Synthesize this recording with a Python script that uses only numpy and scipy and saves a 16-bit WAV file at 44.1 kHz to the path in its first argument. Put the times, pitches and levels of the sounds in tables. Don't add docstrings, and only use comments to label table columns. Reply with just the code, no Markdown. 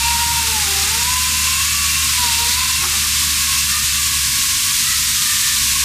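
import sys
import numpy as np
from scipy import signal
from scipy.fft import rfft, irfft
from scipy.io import wavfile
from scipy.ndimage import uniform_filter1d

SR = 44100
rng = np.random.default_rng(int(sys.argv[2]) if len(sys.argv) > 2 else 0)


def bounce(signal):
    frames = np.transpose(np.atleast_2d(signal))
    limited = np.clip(frames, -1, 1)
    pcm = np.round(limited * 32767).astype(np.int16)
    wavfile.write(sys.argv[1], SR, pcm)


N = 257544


# time in seconds, rotor speed in Hz.
ROTOR_SPEED = [(0, 467.2), (.35, 471), (.5, 453.4), (.68, 396.6), (.84, 396), (.97, 466), (1.12, 506.8),
               (1.45, 509.6), (1.77, 581), (1.95, 540.8), (2.08, 535.7), (2.22, 484.7), (2.34, 460.1),
               (2.44, 473), (2.58, 504), (2.74, 514.4), (2.92, 586.5), (3.12, 593.6), (3.33, 551),
               (3.58, 540.8), (3.78, 616.4), (4.04, 562), (4.45, 548.1), (4.76, 565), (4.87, 647.7),
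               (5.12, 623), (5.26, 598.6), (5.51, 595.4), (5.64, 545), (5.84, 551)]
def rotor_speed(inertia_s=0.085):
    return uniform_filter1d(curves(ROTOR_SPEED)[0], int(inertia_s * SR))


def motor(hz, jitter=0.0056):
    unevenness = jitter * (hz / np.mean(hz)) ** 4
    angle = turn(hz * (1 + unevenness * walk(83)))
    return whine(hz, angle) + singing(angle) + growl(angle)


# frequency in Hz, level in dB.
MUFFLER_TONE = [(770, -32), (870, -30.5), (945, -32), (1020, -31), (1110, -38.5), (1180, -41.5),
                (1270, -37.5), (1410, -44.5), (1520, -43.5), (1660, -41.5), (1740, -42.5), (1780, -38),
                (1835, -40), (1920, -36)]
# multiple of the rotor speed, level in dB against the second order.
UPPER_ORDERS = [(4, -10)]
def whine(hz, angle, held_hz=497, rattle_hz=582, waver_db=2.26):
    second_db = spectrum_at(2 * hz, MUFFLER_TONE)
    third_db = spectrum_at(3 * hz, MUFFLER_TONE)
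    orders = [(2, second_db), (3, third_db)] + [(k, second_db + db) for k, db in UPPER_ORDERS]
    held = sum(undb(db) * partial(k * angle, rough=0.28, spread_hz=42) for k, db in orders)
    rattling = sum(undb(db) * partial(k * angle, rough=0.97, spread_hz=110) for k, db in orders)
    loose_share = np.interp(hz, [held_hz, rattle_hz], [0, 0.7])
    blend = np.sqrt(1 - loose_share) * held + np.sqrt(loose_share) * rattling
    return blend * undb(waver_db * flutter(7))


# peak time in seconds, half-width in seconds, level in dB.
CLEAN_SWELLS = [(.14, 0.027, -25.5), (.3, 0.037, -27), (1.03, 0.012, -34), (1.19, 0.022, -30),
                (1.82, .08, -35), (2.24, 0.027, -29), (2.42, 0.029, -33)]
def singing(angle):
    return swells(CLEAN_SWELLS) * np.sqrt(2) * np.cos(2 * angle)


# peak time in seconds, half-width in seconds, level in dB.
DEEP_BITES = [(.21, 0.023, -42), (.49, 0.036, -40), (.78, 0.21, -37), (1.02, 0.035, -40.5),
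              (1.31, 0.019, -34), (1.47, 0.024, -35.5), (2.25, 0.019, -40), (2.47, 0.062, -36)]
def growl(angle):
    return swells(DEEP_BITES) * partial(angle, rough=0.4, spread_hz=35)


# peak time in seconds, half-width in seconds, level in dB.
WHINE_RINGS = [(3.05, 0.032, -35.5), (5.32, 0.039, -31.5), (5.49, 0.037, -30)]
def whine_rings(judder, pitch_hz=1788, width_hz=62):
    return ring([(pitch_hz, width_hz, 0)], judder) * swells(WHINE_RINGS)


def cutting(load, judder_db=1.06):
    judder = undb(judder_db * walk(63))
    bright = grit(load, judder) + rubs(judder) + whine_rings(judder) + guide_bar() + rakes(judder)
    return bright + churn(load) + snatches()


# frequency in Hz, level in dB.
GRIT_TONE = [(650, -69), (900, -2), (1200, 0), (1500, 0.5), (2250, 1.5), (3100, 0.5), (3750, 4),
             (4250, -1.5), (4650, 4), (6000, 0), (9000, -1), (15000, -10.5)]
def grit(load, judder, hard_cut_db=-23.5, unloaded_db=-5, clear_s=3.24, fade_s=3.5, fade_db=-45):
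    clear = np.clip((np.arange(N) / SR - clear_s) / fade_s, 0, 1)
    grains = level(colour(rng.standard_normal(N) * judder, GRIT_TONE), hard_cut_db)
    return grains * undb(unloaded_db * (1 - load) + fade_db * clear)


# pitch in Hz, spread in Hz, relative level in dB.
BAR_MODES = [(2704, 127, -1.5), (2321, 120, -6.5)]
# time in seconds, level in dB.
BAR_PRESSURE_RING = [(0, -38), (.35, -34), (.7, -39), (1.0, -33), (1.85, -30.5), (2.3, -33), (2.8, -32),
                     (3.05, -39), (3.6, -36), (4.1, -37), (5.84, -50)]
# peak time in seconds, half-width in seconds, level in dB.
CHAIN_SLAPS = [(.06, 0.055, -27), (2.0, .03, -41), (3.63, 0.092, -33), (5.74, 0.06, -30.5)]
def guide_bar(wander=0.016, flicker_db=1.3, shifts_per_s=14):
    detune = 1 + wander * flutter(shifts_per_s)
    modes = sum(undb(db) * partial(turn(hz * detune), rough=0.94, spread_hz=spread)
                for hz, spread, db in BAR_MODES)
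    flicker = undb(flicker_db * flutter(shifts_per_s))
    pressed = undb(curves(BAR_PRESSURE_RING)[0])
    return modes * flicker * np.hypot(pressed, swells(CHAIN_SLAPS))


# pitch in Hz, width in Hz, relative level in dB.
TOOTH_MODES = [(3530, 220, -11), (3710, 170, -5), (4080, 260, -12), (4560, 700, -9)]
# peak time in seconds, half-width in seconds, level in dB.
RAKE_SWELLS = [(.05, .1, -30), (.72, 0.11, -35), (2.3, 0.081, -30), (2.56, 0.13, -27), (3.25, 0.12, -38),
               (5.25, 0.074, -34)]
def rakes(judder):
    return ring(TOOTH_MODES, judder) * swells(RAKE_SWELLS)


# peak time in seconds, half-width in seconds, level in dB.
KERF_RUBS = [(0.9, 0.25, -37), (1.6, 0.31, -32)]
def rubs(judder, pitch_hz=6900, width_hz=310):
    return ring([(pitch_hz, width_hz, 0)], judder) * swells(KERF_RUBS)


# pitch in Hz, width in Hz, relative level in dB.
EDGE_MODES = [(360, 40, 6), (511, 18, 7.5), (789, 28, 8.5), (1160, 650, 2)]
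# peak time in seconds, half-width in seconds, level in dB.
EDGE_SNATCHES = [(2.848, 0.018, -28), (2.94, 0.02, -32), (3.05, 0.015, -37)]
def snatches():
    return swells(EDGE_SNATCHES) * ring(EDGE_MODES, drive=1)


# frequency in Hz, level in dB.
BLOCK_TONE = [(60, -21), (105, 2.5), (160, -0.5), (230, -4), (310, -4.5), (370, -25), (450, -38)]
def churn(load, hard_cut_db=-40.5, lump_db=6):
    lumps = undb(lump_db * flutter(10))
    shaking = level(colour(rng.standard_normal(N), BLOCK_TONE) * lumps, hard_cut_db)
    return shaking * np.sqrt(np.clip(load, 0, 1))


# frequency in Hz, level in dB.
JET_TONE = [(750, -112), (960, -8), (1080, -8.5), (1220, -17), (1400, -9), (2200, -3.5), (3100, -2),
            (3700, -0.66), (5500, 0), (8000, -0.3), (10200, -4), (11200, -8), (13700, -6.5), (15000, -15)]
def exhaust(start_db=-20, rise_db_per_s=0.5, dip_s=2.67, dip_half_width_s=0.16, dip_db=-1):
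    t = np.arange(N) / SR
    hiss = level(colour(rng.standard_normal(N), JET_TONE), start_db)
    dip = np.exp(-0.5 * ((t - dip_s) / dip_half_width_s) ** 2)
    flutter_db = 0.44 * walk(40)
    return hiss * undb(rise_db_per_s * t + dip_db * dip + flutter_db)


# time in seconds, pitch in Hz, level in dB.
MACHINE_HUM = [(0.0, 66.14, -28.5), (0.23, 74.9, -30), (2.91, 74.38, -32), (4.23, 70, -33),
               (4.67, 71.06, -48), (5.04, 70.1, -34.5), (5.43, 70.7, -45), (5.63, 68.8, -31.5),
               (5.84, 69.3, -34)]
# frequency in Hz, level in dB.
SHOP_TONE = [(15, -30), (28, -5), (43, 2.5), (62, -1), (90, 3.5), (135, 5.5), (178, -9), (208, 2.5),
             (245, -0.5), (265, -18.5), (290, -0.5), (345, -41), (385, -56)]
def machine(octave_db=-14, waver_db=0.67, rumble_db=-37, shudder_db=0.3):
    hz, db = curves(MACHINE_HUM)
    angle = turn(hz * (1 + 0.0035 * walk(6.3)))
    tone = np.sin(angle) + undb(octave_db) * np.sin(2 * angle)
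    hum = np.sqrt(2) * undb(db + waver_db * walk(15)) * tone
    rumble = colour(rng.standard_normal(N), SHOP_TONE) * undb(shudder_db * flutter(8.7))
    return hum + level(rumble, rumble_db)


def workshop(x, wet_db, t60_s=0.48):
    t = np.arange(SR // 2) / SR
    tail = rng.standard_normal(len(t)) * np.exp(-np.log(1000) * t / t60_s)
    return x + undb(wet_db) * signal.fftconvolve(x, tail / np.linalg.norm(tail))[:N]


def partial(angle, rough, spread_hz):
    smear = flutter(spread_hz) * np.sin(angle) + flutter(spread_hz) * np.cos(angle)
    return np.sqrt(2 * (1 - rough)) * np.sin(angle) + np.sqrt(rough) * smear


def ring(modes, drive):
    ringing = sum(undb(db) * resonate(rng.standard_normal(N) * drive, hz, width)
                  for hz, width, db in modes)
    return level(ringing, 0)


def resonate(x, hz, width):
    b, a = signal.iirpeak(hz, hz / width, fs=SR)
    return signal.lfilter(b, a, signal.lfilter(b, a, x))


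def swells(table):
    t = np.arange(N) / SR
    return sum(undb(db) * np.exp(-0.5 * ((t - peak_s) / width_s) ** 2) for peak_s, width_s, db in table)


def curves(table):
    times, *columns = np.transpose(table)
    return [np.interp(np.arange(N) / SR, times, column) for column in columns]


def colour(x, points):
    f = np.maximum(np.arange(N // 2 + 1) * SR / N, 1)
    return irfft(rfft(x) * undb(spectrum_at(f, points)), N)


def spectrum_at(hz, points):
    f, db = np.transpose(points)
    return np.interp(np.log(hz), np.log(f), db)


def walk(rate):
    f = np.arange(N // 2 + 1) * SR / N
    return level(irfft(rfft(rng.standard_normal(N)) / (1 + (2 * f / rate) ** 2), N), 0)


def flutter(rate):
    f = np.arange(N // 2 + 1) * SR / N
    return level(irfft(rfft(rng.standard_normal(N)) * np.exp(-(f / rate) ** 2), N), 0)


def turn(hz):
    return 2 * np.pi * np.cumsum(hz) / SR


def level(x, db):
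    return x * undb(db) / np.sqrt(np.mean(x ** 2))


def undb(db):
    return 10 ** (np.asarray(db) / 20)


def scene():
    free_hz, hard_cut_hz = 616, 374
    hz = rotor_speed()
    load = (free_hz - hz) / (free_hz - hard_cut_hz)
    saw = workshop(motor(hz), wet_db=-12) + workshop(cutting(load), wet_db=-6.5)
    mono = saw + exhaust() + machine()
    return np.array([mono, mono])


# frequency in Hz, gain in dB.
LOW_MID_SCOOP = [(370, -0.5), (470, -6.5), (550, -19.5), (600, -78), (680, -33), (730, 2), (775, -5),
                 (900, 1)]
def record(dry):
    hollow = np.array([colour(channel, LOW_MID_SCOOP) for channel in dry])
    top_cut = signal.ellip(10, 0.1, 90, 15000, fs=SR, output="sos")
    return signal.sosfilt(top_cut, hollow)


dry = scene()
out = record(dry)
bounce(out)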